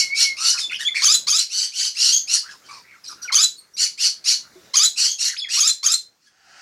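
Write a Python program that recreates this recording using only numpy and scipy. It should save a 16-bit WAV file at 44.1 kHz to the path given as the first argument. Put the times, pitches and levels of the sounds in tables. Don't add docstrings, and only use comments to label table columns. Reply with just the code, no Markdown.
import sys
import numpy as np
from scipy import signal
from scipy.fft import rfft, irfft
from scipy.io import wavfile
from scipy.ndimage import uniform_filter1d, minimum_filter1d

SR = 44100
rng = np.random.default_rng(int(sys.argv[2]) if len(sys.argv) > 2 else 0)


def store_pcm(level_fs):
    pcm = np.round(np.clip(level_fs, -1, 1) * 32767).astype(np.int16)
    wavfile.write(sys.argv[1], SR, np.atleast_2d(pcm).T)


def field_ratio(decibels):
    return 10 ** (np.asarray(decibels, dtype=float) / 20)


N = 291501

# frequency in Hz, relative strength in dB.
HUSH_SPECTRUM = [(12, -44.5), (20, -16), (175, -11.5), (906, -16.5), (1630, -13), (2470, -18), (3170, -22),
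                 (3450, -18), (5090, -17), (6540, -16.5), (7950, -25.5), (9130, -27.5), (15500, -30)]
# time in seconds, level in dB of its part between 60 and 500 Hz.
HUSH_LEVEL = [(0.0, -60.5), (0.62, -64.5), (1.16, -61), (1.58, -73.5), (1.86, -71), (2.08, -67.5),
              (2.61, -62.5), (2.93, -66.5), (3.18, -63.5), (3.59, -69), (3.85, -70), (4.67, -61),
              (5.15, -71.5), (5.36, -72.5), (5.45, -68.5), (6.35, -77), (6.61, -68.5)]

# start in seconds, length of the push
# in seconds, swell time in seconds, level in dB at full swell, first pitch in Hz, held pitch in Hz,
# extra lowest line in dB once its early lead is over.
RASPS = [(-.06, 0.067, .02, -14.5, 2100, 2902, -4.5), (0.144, 0.087, 0.033, -12, 2100, 2816, -4),
         (.365, 0.14, 0.07, -12, 2350, 2868, -2), (0.564, 0.04, 0.014, -22, 2600, 2574, -14),
         (.788, 0.054, 0.005, -35, 2830, 3080, 8), (0.943, .085, 0.0061, -28.5, 2190, 2210, -2),
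         (1.386, 0.024, .006, -20.5, 2900, 2900, -9.5), (1.49, .16, .028, -22.5, 2100, 3036, 1),
         (1.72, 0.15, 0.037, -20.5, 2300, 3036, 2.5), (1.945, .16, 0.037, -16, 1600, 2870, 3),
         (2.109, 0.062, 0.013, -15, 2950, 3282, -13.5), (2.271, 0.083, 0.031, -14, 2190, 2888, -2),
         (2.47, 0.051, 0.021, -42, 2800, 2610, -2), (2.636, .04, 0.015, -49, 3100, 2980, 10),
         (2.685, 0.098, 0.0035, -44, 2360, 2380, 13), (3.038, 0.087, .003, -43, 2400, 2420, -6),
         (3.216, .03, 0.0045, -42, 2600, 2705, -19), (3.764, .082, .02, -17, 2100, 2955, -4.5),
         (3.974, .091, 0.029, -15.5, 1900, 2935, -2.5), (4.239, .085, 0.019, -15.5, 2000, 2925, -4.5),
         (4.958, .105, 0.016, -17.5, 2500, 2943, -1.5), (5.065, 0.052, .012, -22, 2850, 3275, -8),
         (5.179, .103, 0.016, -19.5, 2500, 2874, -3.5), (5.485, 0.083, 0.029, -17, 2170, 2863, 2),
         (6.2, 0.073, 0.021, -60, 2400, 2984, -1)]
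# frequency in Hz, gain in dB.
RASP_TRACT = [(350, -61.5), (600, -39), (2950, -14.5), (3520, -15), (4430, -1), (5900, -4), (10200, -20),
              (15500, -46.5)]
RASP_START_DB, RASP_FALL_DB_PER_S, RASP_TAIL_S = -24, -380, .12
RASP_SAG_HZ_PER_S = -300
RASP_SCOOP_S = .018
RASP_SWELL_BEND = 1.39
RASP_AIR = .55
LOWEST_LEAD_DB, LOWEST_LEAD_S = 13, 0.037

# frequency in Hz, time in seconds to die by 60 dB.
BOX_DECAY = [(800, 0.043), (2000, 0.19), (4000, 0.24), (8000, 0.19), (14000, 0.21)]
BOX_DB = -5.5

# time in seconds, pitch in Hz, level in dB.
LONG_WHISTLES = [
    [(0.0, 2230, -36.5), (0.028, 2204, -25), (0.088, 2140, -40), (0.138, 2248, -18.5), (0.148, 2274, -30),
     (0.235, 2272, -38), (0.257, 2214, -23.5), (0.336, 2160, -31.5), (0.366, 2213, -60), (0.375, 2322, -39)],
    [(5.365, 2060, -32.5), (5.378, 5000, -32), (5.392, 5210, -24.5), (5.402, 3520, -28.5),
     (5.413, 3360, -40), (5.422, 3436, -25), (5.45, 3280, -32), (5.49, 3430, -63)],
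]

# start in seconds, rise in seconds, fall in seconds,
# first pitch in Hz, pitch at the turn in Hz, last pitch in Hz, level at the turn in dB.
BUZZES = [(.368, 0.055, 0.11, 1106, 1316, 1420, -33), (0.703, 0.024, 0.017, 1305, 1505, 1800, -35),
          (0.79, 0.021, 0.036, 1635, 1868, 1700, -27.5), (3.56, 0.031, 0.025, 4480, 4240, 4445, -43),
          (6.25, .03, 0.022, 1650, 1670, 1701, -59)]
# step from each harmonic to the next in dB, then start and end against the turn in dB.
BUZZ_VOICE = (-2.8, -19.5, -12.5)
# start in seconds, rise in seconds, fall in seconds,
# first pitch in Hz, pitch at the turn in Hz, last pitch in Hz, level at the turn in dB.
CHIRRS = [(0.531, .025, .03, 1546, 1455, 1340, -34.5), (.575, 0.011, 0.015, 2600, 2443, 860, -30),
          (.695, 0.026, 0.0093, 2780, 2130, 2330, -28.5), (0.726, 0.021, 0.027, 2317, 2925, 2850, -23.5),
          (.73, .02, 0.039, 5300, 5550, 4400, -37), (0.945, .024, .025, 2004, 2280, 1863, -21.5),
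          (0.991, 0.0095, 0.025, 2400, 2164, 1640, -26.5), (2.43, 0.063, .07, 1120, 1743, 934, -42.5),
          (2.686, 0.014, 0.12, 1000, 1163, 960, -42.5), (2.838, 0.054, 0.097, 1960, 2280, 2060, -49.5),
          (2.919, 0.036, 0.038, 1700, 1462, 1110, -52), (3.038, 0.033, 0.032, 5300, 4200, 4200, -37.5),
          (3.085, 0.033, 0.031, 1565, 1224, 1190, -42.5), (3.097, 0.01, 0.027, 5440, 4990, 5050, -36.5),
          (3.161, 0.063, 0.054, 1480, 1346, 1420, -52.5), (3.222, .008, .015, 5600, 4800, 4000, -38.5),
          (3.243, .012, .02, 3500, 3050, 2600, -53.5), (3.292, .008, .016, 2200, 1500, 800, -31.5),
          (4.44, 0.024, 0.026, 1400, 1450, 1360, -52), (5.28, 0.025, 0.047, 1660, 2084, 1366, -34),
          (5.475, .022, .01, 1600, 2000, 2220, -39.5)]
# step from each harmonic to the next in dB, then start and end against the turn in dB.
CHIRR_VOICE = (-16, -10.5, -13)
# start in seconds, rise in seconds, fall in seconds,
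# first pitch in Hz, pitch at the turn in Hz, last pitch in Hz, level at the turn in dB.
WHISTLES = [(.61, .045, 0.043, 3670, 3514, 3480, -25.5), (.85, .03, 0.028, 3240, 3506, 3500, -17),
            (.878, 0.013, 0.011, 2510, 2097, 2050, -26.5), (3.075, 0.014, 0.0086, 5470, 5720, 5700, -31.5),
            (3.218, 0.021, 0.024, 6020, 5765, 5750, -31.5), (3.245, 0.017, 0.017, 1585, 1457, 1420, -34),
            (3.278, 0.017, 0.0051, 2534, 2110, 2100, -27), (3.737, 0.016, .025, 5520, 5790, 5900, -41),
            (5.44, 0.0091, 0.017, 2750, 2150, 1700, -33)]
# step from each harmonic to the next in dB, then start and end against the turn in dB.
WHISTLE_VOICE = (-17, -9.5, -27.5)
BUZZ_ROUGH, CHIRR_ROUGH, WHISTLE_ROUGH = .4, .56, .12
TURN_SHARPNESS = 1.3

# start in seconds, end in seconds,
# first pitch in Hz, last pitch in Hz, first level in dB, last level in dB (both against the voice's level),
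# roughness from 0 to 1, list of relative harmonic strengths in dB.
SQUAWK_LOW = [(0, .036, 972.4, 1335, -13, -1.5, 0.4, [-11.5, -10.5, -8, 4, -2, -8, -22, -16.5]),
              (.056, .112, 1110, 1382, -6, -5.5, 0.1, [-11.5, -12, -1, 7, -18, -7.5, -18, -17.5])]
# start in seconds, end in seconds, first pitch in Hz, last pitch in Hz,
# first level in dB, last level in dB, roughness from 0 to 1, list of relative harmonic strengths in dB.
SQUAWK_HIGH = [(.034, .07, 3402, 2970, 5.8, -4.5, 0.33, [-14.5, 0.5, -18, -30]),
               (.1, .145, 3580, 3503, 1, -4.5, .5, [-12.5, -1, -20.5, -29]),
               (.121, .16, 4050, 4080, 2, -12, 0.24, [-1, -8.5, -27.5])]
# start in seconds, length factor, pitch factor, low voice in dB, high voice in dB.
SQUAWKS = [(1.016, 1.023, 0.99, -9, -13.5), (1.266, 0.94, 1, -12, -16.5), (3.318, 0.94, 0.98, -10.5, -13),
           (4.734, 0.94, 0.98, -11, -13), (5.566, 1.01, 1.01, -13, -15.5), (5.827, 0.89, 1.018, -15.5, -16)]
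# frequency in Hz, gain in dB.
SQUAWK_AIR = [(290, -82), (500, -39.5), (696, -46.5), (839, -80), (1220, -10), (1900, -16.5), (3240, -12.5),
              (6550, 1.5), (8720, -22.5), (9650, -12.5), (15500, -33)]

# time in seconds, level in dB.
KNOCKS = [(4.554, -43), (4.599, -55)]
# frequency in Hz, relative level in dB, time in seconds to die by 60 dB.
WALL_MODES = [(366, 3.5, 0.23), (651, -11.5, 0.41), (1017, -22.5, .15)]

# time in seconds, level in dB.
SWELL_LEVEL = [(6.301, -67.5), (6.46, -56.5), (6.5, -52.5), (6.61, -46)]
# frequency in Hz, gain in dB.
SWELL_TONE = [(180, -52), (300, -23), (421, -41.5), (769, -6), (970, -17.5), (1170, -20), (1380, -2.5),
              (2030, -11.5), (2200, -15), (2950, -11.5), (3490, -24), (4610, -11.5), (6680, -18),
              (9230, -30), (12000, -58.5), (15600, -74.5), (22000, -120)]


def read(points, hz):
    f, value = np.transpose(points)
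    return np.interp(np.log(hz + 1), np.log(f + 1), value)


def evened(x):
    return x / np.sqrt(np.mean(x ** 2) + 1e-20)


def coloured(x, points):
    hz = np.fft.rfftfreq(len(x), 1 / SR)
    return irfft(rfft(x) * field_ratio(read(points, hz)), len(x))


def wander(shape, hz):
    smooth = signal.butter(2, hz, fs=SR, output="sos")
    twice = np.tile(rng.standard_normal(shape), 2)
    return evened(signal.sosfilt(smooth, twice)[..., -np.max(shape):])


def flutter(shape, rough, hz):
    return 1 - rough + rough * np.tanh(wander(shape, hz))


def patchy(x, depth_db, bins, frames):
    z = signal.stft(x, nperseg=256, noverlap=192)[2]
    field = uniform_filter1d(rng.standard_normal(z.shape), bins, 0)
    field = uniform_filter1d(field, frames, 1)
    patches = signal.istft(z * field_ratio(depth_db * evened(field)), nperseg=256, noverlap=192)[1]
    return np.resize(patches, len(x))


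def add(mix, s, sound):
    at = round(s * SR)
    sound = sound[max(-at, 0):]
    part = mix[max(at, 0):][:len(sound)]
    part += sound[:len(part)]


def membrane(hz, rough, harmonics_db):
    rough, count = np.clip(rough, 0, 1), len(harmonics_db)
    shake = .05 * wander(len(hz), 300) + .04 * wander(len(hz), 40)
    turns = np.cumsum(hz * (1 + rough * shake)) / SR
    k = np.arange(1, count + 1)[:, None]
    below_top = np.clip((15000 - k * hz) / 1000, 0, 1)
    weight = field_ratio(np.reshape(harmonics_db, (count, 1))) * below_top
    lines = weight * flutter((count, len(hz)), .6 * rough, 80)
    phase = k * turns + rng.random((count, 1))
    tone = (lines * np.cos(2 * np.pi * phase)).sum(0)
    return evened(tone * flutter(len(hz), rough, 190))


def hush():
    noise = patchy(coloured(rng.standard_normal(N), HUSH_SPECTRUM), 3, bins=2, frames=60)
    low = signal.sosfilt(signal.butter(4, [60, 500], "band", fs=SR, output="sos"), noise)
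    s, db = np.transpose(HUSH_LEVEL)
    return noise / low.std() * field_ratio(np.interp(np.arange(N) / SR, s, db))


def rasp(push, swell_s, db, first_hz, held_hz, lowest_db):
    t = np.arange(0, push + RASP_TAIL_S, 1 / SR)
    slackening = np.maximum(t - push, 0)
    rising = np.exp(-(t / swell_s) ** RASP_SWELL_BEND)
    effort_db = db + RASP_START_DB * rising + RASP_FALL_DB_PER_S * slackening
    glide = (first_hz - held_hz) * np.exp(-t / RASP_SCOOP_S)
    hz = held_hz + glide + RASP_SAG_HZ_PER_S * slackening
    throat_db = lowest_db + LOWEST_LEAD_DB * np.exp(-(t / LOWEST_LEAD_S) ** 2)
    slack = np.clip((3230 - hz) / 200, .05, 1)
    air = slack * RASP_AIR * (1 - rising / 2)
    rough = .45
    lowest = field_ratio(throat_db) * membrane(hz, rough, [0])
    main = membrane(hz, rough, [-13.0, 6, -16.5, 7, 3.5]) + lowest
    halves = membrane(hz / 2, rough, [2.5, -23.5, 5, 4.5, 3.0, -15.0, 3.5, -5, -15.5])
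    voiced = evened(coloured(main + 1.4 * slack * halves, RASP_TRACT))
    breath = coloured(rng.standard_normal(len(t)), RASP_TRACT)
    hiss = evened(patchy(breath, 5, bins=3, frames=14))
    fade = np.clip(np.minimum(t, t[-1] - t) / 0.0041, 0, 1)
    return field_ratio(effort_db) * fade * (np.sqrt(1 - air) * voiced + np.sqrt(air) * hiss)


def box(x):
    hz, t, z = signal.stft(rng.standard_normal(SR // 2), SR, nperseg=256)
    decay = field_ratio(-60 * t / read(BOX_DECAY, hz)[:, None])
    tail = signal.istft(z * decay, SR, nperseg=256)[1]
    tail = np.r_[np.zeros(120), tail]
    return signal.fftconvolve(x, tail / np.linalg.norm(tail))[:N]


def peep(rough, tilt_db, rows, count=4):
    s, hz, db = np.transpose(rows)
    t = np.arange(s[0], s[-1], 1 / SR)
    fade = np.clip(np.minimum(t - s[0], s[-1] - t) / 0.00057, 0, 1)
    tone = membrane(np.interp(t, s, hz), rough, tilt_db * np.arange(count))
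    tone = signal.sosfilt(signal.butter(4, 11000, fs=SR, output="sos"), tone)
    return field_ratio(np.interp(t, s, db)) * fade * tone


def add_calls(mix, calls, rough, tilt_db, start_db, end_db, count=4):
    away = np.linspace(-1, 1, num=21)
    before, bend = away < 0, away ** 2
    for s, rise, fall, first_hz, turn_hz, last_hz, db in calls:
        times = rise + away * np.where(before, rise, fall)
        outer_hz = np.where(before, first_hz, last_hz)
        hz = turn_hz + (outer_hz - turn_hz) * abs(away) ** TURN_SHARPNESS
        level_db = db + np.where(before, start_db, end_db) * bend
        add(mix, s, peep(rough, tilt_db, np.transpose([times, hz, level_db]), count))


def add_squawk(mix, s, stretch, pitch, low_db, high_db):
    for parts, db in ((SQUAWK_LOW, low_db), (SQUAWK_HIGH, high_db)):
        for start, end, first_hz, last_hz, first_db, last_db, rough, harmonics_db in parts:
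            hz = pitch * np.linspace(first_hz, last_hz, round((end - start) * stretch * SR))
            breath = coloured(rng.standard_normal(len(hz)), SQUAWK_AIR)
            air = evened(patchy(breath, 4, bins=3, frames=8))
            sound = membrane(hz, rough, harmonics_db) + field_ratio(-9) * air
            push_db = db + np.linspace(first_db, last_db, len(hz))
            fade = signal.windows.tukey(len(hz), .4)
            add(mix, s + start * stretch, field_ratio(push_db) * sound * fade)


def knock():
    t = np.arange(SR // 4) / SR
    ring = sum(field_ratio(db - 60 * t / t60) * np.sin(2 * np.pi * hz * t) for hz, db, t60 in WALL_MODES)
    return ring * np.minimum(t / 0.0065, 1)


def swell():
    s, db = np.transpose(SWELL_LEVEL)
    t = np.arange(s[0], s[-1], 1 / SR)
    hiss = evened(coloured(rng.standard_normal(len(t)), SWELL_TONE))
    return field_ratio(np.interp(t, s, db)) * hiss


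def scene():
    chicks = np.zeros(N)
    for s, *row in RASPS:
        add(chicks, s, rasp(*row))
    for rows in LONG_WHISTLES:
        add(chicks, rows[0][0], peep(WHISTLE_ROUGH, -19, rows))
    add_calls(chicks, BUZZES, BUZZ_ROUGH, *BUZZ_VOICE, count=8)
    add_calls(chicks, CHIRRS, CHIRR_ROUGH, *CHIRR_VOICE)
    add_calls(chicks, WHISTLES, WHISTLE_ROUGH, *WHISTLE_VOICE)
    for row in SQUAWKS:
        add_squawk(chicks, *row)
    inside = signal.sosfilt(signal.butter(6, 800, "high", fs=SR, output="sos"), chicks)
    for s, db in KNOCKS:
        add(inside, s, field_ratio(db) * knock())
    add(inside, SWELL_LEVEL[0][0], swell())
    return (inside + field_ratio(BOX_DB) * box(inside) + hush())[None]


def roll_off(x):
    return signal.sosfilt(signal.butter(12, 15990, fs=SR, output="sos"), x)


def record(dry):
    heard = signal.sosfilt(signal.butter(2, 65, "high", fs=SR, output="sos"), dry)
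    peaks = -minimum_filter1d(-abs(heard), size=129)
    crest = uniform_filter1d(peaks, size=129)
    ceiling = .68
    return roll_off(heard / np.maximum(crest / ceiling, 1))


dry = scene()
out = record(dry)
store_pcm(out)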